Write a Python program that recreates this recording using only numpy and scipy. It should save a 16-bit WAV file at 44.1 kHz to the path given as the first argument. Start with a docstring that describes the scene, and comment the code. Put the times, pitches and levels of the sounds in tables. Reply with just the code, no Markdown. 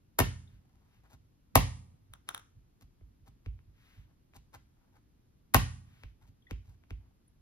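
"""A slab of moist clay is thrown flat on a wooden work table three times, close by and a little to the left.
Each landing is a noise crack, a bending wave diving in pitch, and decaying modes: board knock and table boom.
Between throws the hand pats, leans, rubs and peels: shaped noise, soft table booms and wavering squeaks.
A finger nudges a fork, which rocks on the board in dry clicks. Behind it all lie the echo of a small workshop
and its low noise floor."""
import sys
import numpy as np
from scipy import signal
from scipy.fft import rfft, irfft, next_fast_len
from scipy.io import wavfile
from scipy.ndimage import uniform_filter1d

SR = 44100
rng = np.random.default_rng(int(sys.argv[2]) if len(sys.argv) > 2 else 0)


def to_wav(s):
    """Save 16-bit WAV."""
    ch = np.atleast_2d(s).T  # columns
    pcm = np.round(np.clip(ch, -1, 1) * 32767)  # PCM
    wavfile.write(sys.argv[1], SR, pcm.astype(np.int16))


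N = 326778  # length in samples
T = np.arange(int(.9 * SR)) / SR  # time axis of one event or echo, s


def amp(db):
    """Decibels to gain."""
    return 10 ** (np.asarray(db) / 20)


def unit(x):
    """Scale to rms 1."""
    return x / np.sqrt(np.mean(x ** 2))


def add(track, s, x):
    """Mix x into the track from time s."""
    i = int(round(s * SR))
    track[i:i + len(x)] += x[:len(track) - i]


def along(hz, points, values):
    """Join values by straight lines on a log-frequency axis."""
    return np.interp(np.log(hz + 1), np.log(points), values)


def colour(x, points, size=4096):
    """Causal minimum-phase filter through (f/Hz, level/dB) points."""
    hz, db = np.transpose(points)
    gain = amp(along(np.fft.rfftfreq(size, 1 / SR), hz, db))
    cepstrum = irfft(np.log(gain))
    # folding the cepstrum onto positive time makes the filter causal
    cepstrum[1:size // 2] *= 2
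    cepstrum[size // 2 + 1:] = 0
    impulse = irfft(np.exp(rfft(cepstrum)))
    return signal.fftconvolve(x, impulse)[:len(x)]


def hiss(points):
    """Steady noise of one colour, rms 1."""
    return unit(colour(rng.standard_normal(N), points))


def decay(t60):
    """Exponential fade by 60 dB in t60 seconds."""
    return np.exp(-np.log(1000) * T / t60)


def ring(modes, build_cycles):
    """Decaying modes; each takes part of a cycle to build up, so the lows come last."""
    total = 0
    for hz, db, t60 in modes:
        build = 1 - np.exp(-(hz * T / build_cycles) ** 2)
        total = total + amp(db) * np.sin(2 * np.pi * hz * T) * decay(t60) * build
    return total


def swell(ms, sharp):
    """Rises to 1 after ms and dies away, faster with higher sharp."""
    u = T / (ms / 10 ** 3)
    return (u * np.exp(1 - u)) ** sharp


def arch(length_s, skew=1):
    """A stroke that fades in and out; skew above 1 moves its peak towards the end."""
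    return np.sin(np.pi * np.linspace(0, 1, int(length_s * SR)) ** skew)


def burst(shape, size=2048, count=3):
    """Countless tiny contacts under one envelope: a noise burst with a nearly even spectrum."""
    shape = shape[:size]
    x = rng.standard_normal(size)
    for _ in range(count):
        # keep only the phases, so every frequency gets equal strength
        phase = np.angle(rfft(x * np.sqrt(shape)))
        x = irfft(np.exp(1j * phase))
    return x * (shape > shape.max() / 1000) * np.linalg.norm(shape)


def lead_in(rise_s):
    """Envelope of a faint noise that grows louder up to the contact."""
    return np.exp(-T[:SR // 20] / rise_s)[::-1]


def bending_wave(hz, glide_s, peak_ms):
    """High notes run through the board fastest, so the pitch dives."""
    pitch = hz / (1 + (T / glide_s) ** 2)
    return np.sin(2 * np.pi * np.cumsum(pitch) / SR) * swell(peak_ms, 3.3)


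def boom(table, push_ms):
    """A push rings the table; the longer it lasts, the duller the boom."""
    u = np.arange(2048) / SR / (push_ms / 10 ** 3)
    push = np.sin(np.pi * np.minimum(u, 1)) ** 2
    return signal.fftconvolve(table, push / push.sum())


# The workshop's echo by band: f/Hz, level/dB, t60/s, left-right likeness (-1 to 1, clipped beyond)
ROOM = [(60, -16.5, 0.36, 0.8), (154, -11, 1, 0.81), (300, -9, 0.25, 0.61), (630, -10.5, 0.19, -0.42),
        (1390, -11, 0.36, -0.09), (2830, -5, .33, 0.35), (5450, -5.5, 0.41, -0.4), (8960, -11, 0.54, -1.1),
        (11465, -9.5, 0.15, 0.8), (15000, -10.5, 0.16, -0.36)]


def pair(n):
    """Left and right noise of a diffuse field, with its own left-right likeness in each band."""
    hz, _, _, likeness = np.transpose(ROOM)
    c = np.clip(along(np.fft.rfftfreq(n, 1 / SR), hz, likeness), -1, 1)
    mid, side = rfft(rng.standard_normal((2, n))) * np.sqrt([(1 + c) / 2, (1 - c) / 2])
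    return irfft(np.array([mid + side, mid - side]), n)


# Colour of the workshop's background, relative: f/Hz, level/dB per Hz
FLOOR = [(20, 4), (55, 1.5), (123, -2.5), (180, -8), (277, -10), (400, -18), (500, -22), (1000, -26.5),
         (2000, -32.5), (6200, -36.5), (8200, -40), (10000, -38), (13500, -40.5), (16000, -55)]


def background(floor_db=-64):
    """Steady, mostly low noise of the workshop, spread around the microphones as a diffuse field."""
    return amp(floor_db) * unit(np.array([colour(side, FLOOR) for side in pair(N)]))


def reflections(size, early_db=-17, nearest_s=.004, farthest_s=0.023, count=6):
    """A few distinct echoes from the apron, the arms and the nearest shelves."""
    echo = np.zeros((2, size))
    for side, lags in zip(echo, rng.uniform(nearest_s, farthest_s, (2, count))):
        for lag in lags:
            add(side, lag, amp(early_db) * np.array([1, 2, 1]) / 4)  # slightly dulled
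    return echo


def workshop(x, build_s=.003, late_db=-32, late_t60_s=0.96, late_top_hz=4000):
    """Dense echoes off shelves and walls, with a faint, duller, slow-dying ring behind them."""
    hz, db, t60, _ = np.transpose(ROOM)
    field, bins = rfft(pair(len(T))), np.fft.rfftfreq(len(T), 1 / SR)
    build = 1 - np.exp(-(T / build_s) ** 2)
    echo = 0
    for k, share in enumerate(np.eye(len(hz))):
        late = amp(late_db) / (1 + (hz[k] / late_top_hz) ** 4) * decay(late_t60_s)
        fade = (decay(t60[k]) + late) * build
        band = irfft(field * along(bins, hz, share), len(T))
        echo = echo + amp(db[k]) * fade / np.linalg.norm(fade) * band
    return signal.fftconvolve(x[None], echo + reflections(len(T)), axes=1)[:, :N]


# Path to the right side compared with the left: f/Hz, level/dB, phase lag/rad
SHADE = [(59.6, 1.5, -0.1), (205, 1, -0.94), (324, -2.5, 1.94), (504, -9, 1.0), (750, -8, 0.88),
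         (1210, -4, 1.15), (2446, -2.5, 2.0), (4100, -3.5, 5), (6170, 1, 4.5), (8430, -1, 3),
         (11500, 0.5, 1.1), (15500, -1, -2.5)]


def right_side(x):
    """The work lies a little left: the right side hears it out of step, and weaker most of all in the low mids."""
    hz, db, lag = np.transpose(SHADE)
    size = next_fast_len(N + len(T))
    bins = np.fft.rfftfreq(size, 1 / SR)
    path = amp(along(bins, hz, db)) * np.exp(-1j * along(bins, hz, lag))
    return irfft(rfft(x, size) * path, size)[:N]


# A soft swish while the hands move in: t/s, length/s, level/dB
SWISHES = [(0.447, 0.163, -76), (0.877, 0.14, -75), (3.723, 0.36, -68), (5.827, 0.31, -70)]
# Colour of the swish: f/Hz, level/dB
SWISH_COLOUR = [(400, -7), (1000, -1.5), (1700, 3.5), (3200, 0), (4700, -7.5), (8000, -14.5), (14000, -17)]


def swishes():
    """Moving hands: coloured noise that fades in and out."""
    level = np.zeros(N)
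    for s, length_s, db in SWISHES:
        add(level, s, amp(db) * arch(length_s))
    return level * hiss(SWISH_COLOUR)


# Damp skin squeaks: t/s, f/Hz, level/dB
SQUEAKS = [(0.473, 3520, -61), (6.421, 3300, -65), (6.467, 1950, -53), (6.468, 3450, -63),
           (6.484, 1950, -63), (7.277, 9800, -63)]


def squeaks(waver=0.039):
    """Damp skin squeaks: a brief tone whose pitch wavers at random."""
    track = np.zeros(N)
    for s, hz, db in SQUEAKS:
        wander = unit(uniform_filter1d(rng.standard_normal(len(T)), size=40))
        pitch = hz * (1 + waver * wander)
        add(track, s, amp(db) * swell(3.7, 2.3) * np.sin(2 * np.pi * np.cumsum(pitch) / SR))
    return track


def scuffs(length_s, per_s=20, scuff_s=0.01, spread_db=4, steady=0.61):
    """A light steady rub with short scuffs at uneven moments."""
    level, count = steady * arch(length_s), int(np.ceil(length_s * per_s))
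    for k, (when, size) in enumerate(rng.random((count, 2))):
        start = (k + when) / count * (length_s - scuff_s)
        add(level, start, amp(spread_db * (2 * size - 2)) * arch(scuff_s))
    return level


# Colour of the tacky crackle: f/Hz, level/dB
TACK_COLOUR = [(300, 4.5), (1500, 2), (3500, 1.5), (5500, -0.5), (8300, -0.5), (11000, -7), (14500, -5),
               (16500, -17)]


def tacky_crackle():
    """Tiny sticky bonds snap one by one: sparse clicks of uneven strength, rms 1."""
    strength = amp(4 * np.minimum(rng.exponential(size=N), 4))
    snaps = (rng.random(N) < .05) * rng.standard_normal(N) * strength
    return unit(colour(snaps, TACK_COLOUR))


# The clay peels off the board or the palm: t/s, length/s, rub level/dB, tacky crackle level/dB
PEELS = [(1.07, .088, -61.5, -66), (2.801, .032, -66.5, -60.5), (3.247, 0.045, -62.5, -66),
         (4.328, .05, -60, -59), (4.519, .045, -50.5, -57), (6.255, 0.042, -74, -69.5)]
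# Fingertips feel about on the clay, or clay peels softly without a thud:
# t/s, length/s, rub level/dB, tacky crackle level/dB
SOFT_TOUCHES = [(0.595, 0.48, -75, -82.5), (1.03, 0.058, -64, -76.5), (4.051, 0.097, -74.5, -89.5),
                (4.743, 0.21, -75.5, -90), (4.922, 0.08, -67.5, -75), (6.199, 0.063, -67.5, -73.5),
                (6.635, 0.13, -71.5, -72), (6.98, 0.15, -75.5, -90.5)]
# Colour of the rub: f/Hz, level/dB
RUB_COLOUR = [(150, -8), (450, -1.5), (650, -2), (830, 6), (1150, -2.5), (1600, -4), (3000, -17.5),
              (5500, -23.5), (9000, -33), (16000, -31)]


def handling(table, peel_skew=2.1, release_share=.7, release_db=-51, release_ms=4.8):
    """Rubs and snapping sticky bonds; in a full peel the clay lets go and the board springs back, booming softly."""
    rub, tack, thuds = np.zeros((3, N))
    for s, length_s, rub_db, tack_db in PEELS:
        stroke = arch(length_s, peel_skew)
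        add(rub, s, amp(rub_db) * stroke)
        add(tack, s, amp(tack_db) * stroke)
        add(thuds, s + release_share * length_s, amp(release_db) * boom(table, release_ms))
    for s, length_s, rub_db, tack_db in SOFT_TOUCHES:
        touch = scuffs(length_s)
        add(rub, s, amp(rub_db) * touch)
        add(tack, s, amp(tack_db) * touch)
    return rub * hiss(RUB_COLOUR) + tack * tacky_crackle() + thuds


# The hand leans on the clay: t/s, level/dB
LEANS = [(0.524, -46.5), (0.971, -54), (2.094, -48.5), (2.559, -47), (3.212, -50.5), (3.67, -46.5),
         (3.974, -42), (6.22, -50), (6.677, -43)]


def leans(table, push_ms=7.5):
    """Slow pushes give a soft thud without a smack."""
    thuds, thud = np.zeros(N), boom(table, push_ms)
    for s, db in LEANS:
        add(thuds, s, amp(db) * thud)
    return thuds


# The fork knocks on the board, relative: t/s, level/dB
FORK_KNOCKS = [(2.136, -47.5), (2.289, -32.5), (2.3464, -35.5), (2.3773, -45.5), (2.3950, -58)]
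# Colour of its click: f/Hz, level/dB
CLICK_COLOUR = [(150, -11.5), (550, 0.5), (1000, 11), (1350, 16.5), (2000, 6.5), (2600, 5), (3600, 15),
                (4700, -9), (5800, -0.5), (8000, -1.5), (10300, 8.5), (12500, -9), (16000, 1)]
# Colour of the noise that leads into a contact (scrape, graze or rushing air): f/Hz, level/dB
LEAD_IN_COLOUR = [(100, -2.5), (900, -1), (2000, -3.5), (5000, -11.5), (9000, -20), (16000, -29.5)]


def fork(gain_db=3):
    """Tines and handle click on the board without ringing on; a scrape swells just before each knock."""
    taps, scrape = np.zeros((2, N))
    slide = lead_in(0.0055)
    for s, db in FORK_KNOCKS:
        add(taps, s, amp(db) * burst(swell(0.59, 0.72)))
        add(scrape, s - len(slide) / SR, amp(db - 17) * slide)
    return amp(gain_db) * (colour(taps, CLICK_COLOUR) + scrape * hiss(LEAD_IN_COLOUR))


# What the fork sends into the room: f/Hz, level/dB
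FORK_ECHO = [(700, 4), (2300, -6.5), (3600, -14), (5500, -2), (10000, -9)]


def fork_echo(clicks):
    """The fork's clicks, recoloured on their way into the room, leave a fainter late ring."""
    return workshop(colour(clicks, FORK_ECHO), late_db=-45)


# Palm and fingers come down; the row at 4.336 is the snap that starts a peel.
# Relative: t/s, smack level/dB, bending wave level/dB, weight on table level/dB
PATS = [(3.01, -63.5, -56, -40.5), (3.4609, -45, -43, -25.5), (3.59, -57.5, -65.5, -58.5),
        (4.336, -53.5, -63, -58.5), (6.0348, -42.5, -51.5, -35), (6.5096, -35.5, -34, -26.5),
        (6.837, -56.5, -66.5, -69), (6.9062, -41.5, -41.5, -28.5)]
# Colour of the smack: f/Hz, level/dB
SMACK_COLOUR = [(150, -4.5), (550, 8), (1300, 7), (2500, 10.5), (4000, -1), (7000, -3), (11000, -1.5),
                (16000, 13)]


def pats(table, boom_lag_s=0.0013, graze_db=-19, push_ms=11, firm_db=-40, firm_top_hz=5500, db_per_octave=15):
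    """A faint noise swells into a smack, brighter the louder it is; then the board bends and the table booms."""
    smack, graze, body = np.zeros((3, N))
    graze_swell = lead_in(0.0064)
    for s, smack_db, wave_db, weight_db in PATS:
        top_hz = firm_top_hz * 2 ** ((smack_db - firm_db) / db_per_octave)
        lowpass = signal.butter(2, min(top_hz, .45 * SR), fs=SR)
        contact = burst(swell(0.53, 0.71) + amp(-32.0) * swell(1.0, 1.0))
        add(graze, s - len(graze_swell) / SR, amp(smack_db + graze_db) * graze_swell)
        add(smack, s, amp(smack_db) * signal.lfilter(*lowpass, contact))
        add(body, s, amp(wave_db - 1.5) * bending_wave(800, glide_s=0.0057, peak_ms=7.3))
        add(body, s + boom_lag_s, amp(weight_db) * boom(table, push_ms))
    return colour(smack, SMACK_COLOUR) + graze * hiss(LEAD_IN_COLOUR) + body


# What the table booms with: f/Hz, level/dB, t60/s
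TABLE_MODES = [(56, -5.5, 0.41), (85.5, -13, 0.51), (97.5, -8, 0.28), (108.7, -3.5, 0.17), (122, -13, .38),
               (156.8, -11, 0.22), (179, -9, 0.15), (208, -9, 0.13), (235, -5, 0.12), (259, -4.5, 0.14),
               (327, -10.5, .08)]


def table_ring():
    """The wooden table's low modes, each building up within part of a cycle."""
    return ring(TABLE_MODES, build_cycles=0.39)


def under_hand(table, hold_s=0.12, rest_db=-12, weight_db=2):
    """A hand resting on the table cuts its boom short."""
    return amp(weight_db) * table * (amp(rest_db) + np.exp(-(T / hold_s) ** 4))


# The slab lands, sometimes one edge first:
# t/s, crack level/dB, contact/ms, bending wave level/dB, its starting f/Hz, table boom level/dB
SLAPS = [(0.1864, -24, 3.6, -17.5, 1244, -39.5), (0.1901, -17, 1.5, -16, 1403, -30.5),
         (0.2, -23.5, 2.77, -13, 1322, -17), (1.554, -12.5, 2.9, -7, 1600, -12.5),
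         (5.5391, -27.5, 2.6, -29, 1300, -50.5), (5.5444, -11, 1.67, -6, 1782, -13)]
# Colour of the wet crack: f/Hz, level/dB
CRACK_COLOUR = [(150, -9), (500, -1), (1000, 10), (2200, 6.5), (3500, 2), (6000, -0.5), (8000, 0),
                (10500, 3), (14000, 0.5), (16000, -3.5)]
# The board knocks under the slab: f/Hz, level/dB, t60/s
KNOCK_MODES = [(510, -2.5, 0.05), (858, 3.5, 0.018), (1030, 4.5, 0.009), (1255, -5, .025),
               (1820, -2.5, 0.048), (2194, -13.5, 0.04), (2660, -6, 0.033)]


def slaps(table, air_db=-19, air_rise_s=0.0013, knock_db=-11, knock_lag_s=.0017, boom_lag_s=.002):
    """Air rushes out under the slab, the wet face cracks shut, the board bends, knocks and booms."""
    crack, air, body = np.zeros((3, N))
    rush, knock = lead_in(air_rise_s), ring(KNOCK_MODES, build_cycles=1.0)
    for s, crack_db, contact_ms, wave_db, wave_hz, boom_db in SLAPS:
        add(air, s - len(rush) / SR, amp(crack_db + air_db) * rush)
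        add(crack, s, amp(crack_db) * burst(swell(contact_ms / 2, 1.0)))  # peaks halfway
        board = bending_wave(wave_hz, glide_s=.0026, peak_ms=2.4) + amp(knock_db) * knock
        add(body, s + knock_lag_s, amp(wave_db) * board)
        add(body, s + boom_lag_s, amp(boom_db) * boom(table, push_ms=3.4))
    return colour(crack, CRACK_COLOUR) + air * hiss(LEAD_IN_COLOUR) + body


def scene(hand_room_db=-4):
    """The slab cracks freely into the room; the hand covers its own smacks, so they send less echo."""
    table = table_ring()
    held = under_hand(table)
    hands = swishes() + squeaks() + handling(held) + leans(held) + pats(held)
    clicks = fork()
    slab = slaps(table)
    near = slab + hands + clicks
    echo = workshop(slab + amp(hand_room_db) * hands) + fork_echo(clicks)
    return np.array([near, right_side(near)]) + echo + background()


def record(dry, low_hz=35, top_hz=16200):
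    """The microphone loses the deepest bass, the highest peaks are rounded and the top is cut."""
    sound = signal.sosfilt(signal.butter(2, low_hz, "high", fs=SR, output="sos"), dry)
    rounded = sound / (1 + sound ** 6) ** (1 / 6)
    return signal.sosfilt(signal.ellip(8, .2, 70, top_hz, fs=SR, output="sos"), rounded)


dry = scene()
out = record(dry)
to_wav(out)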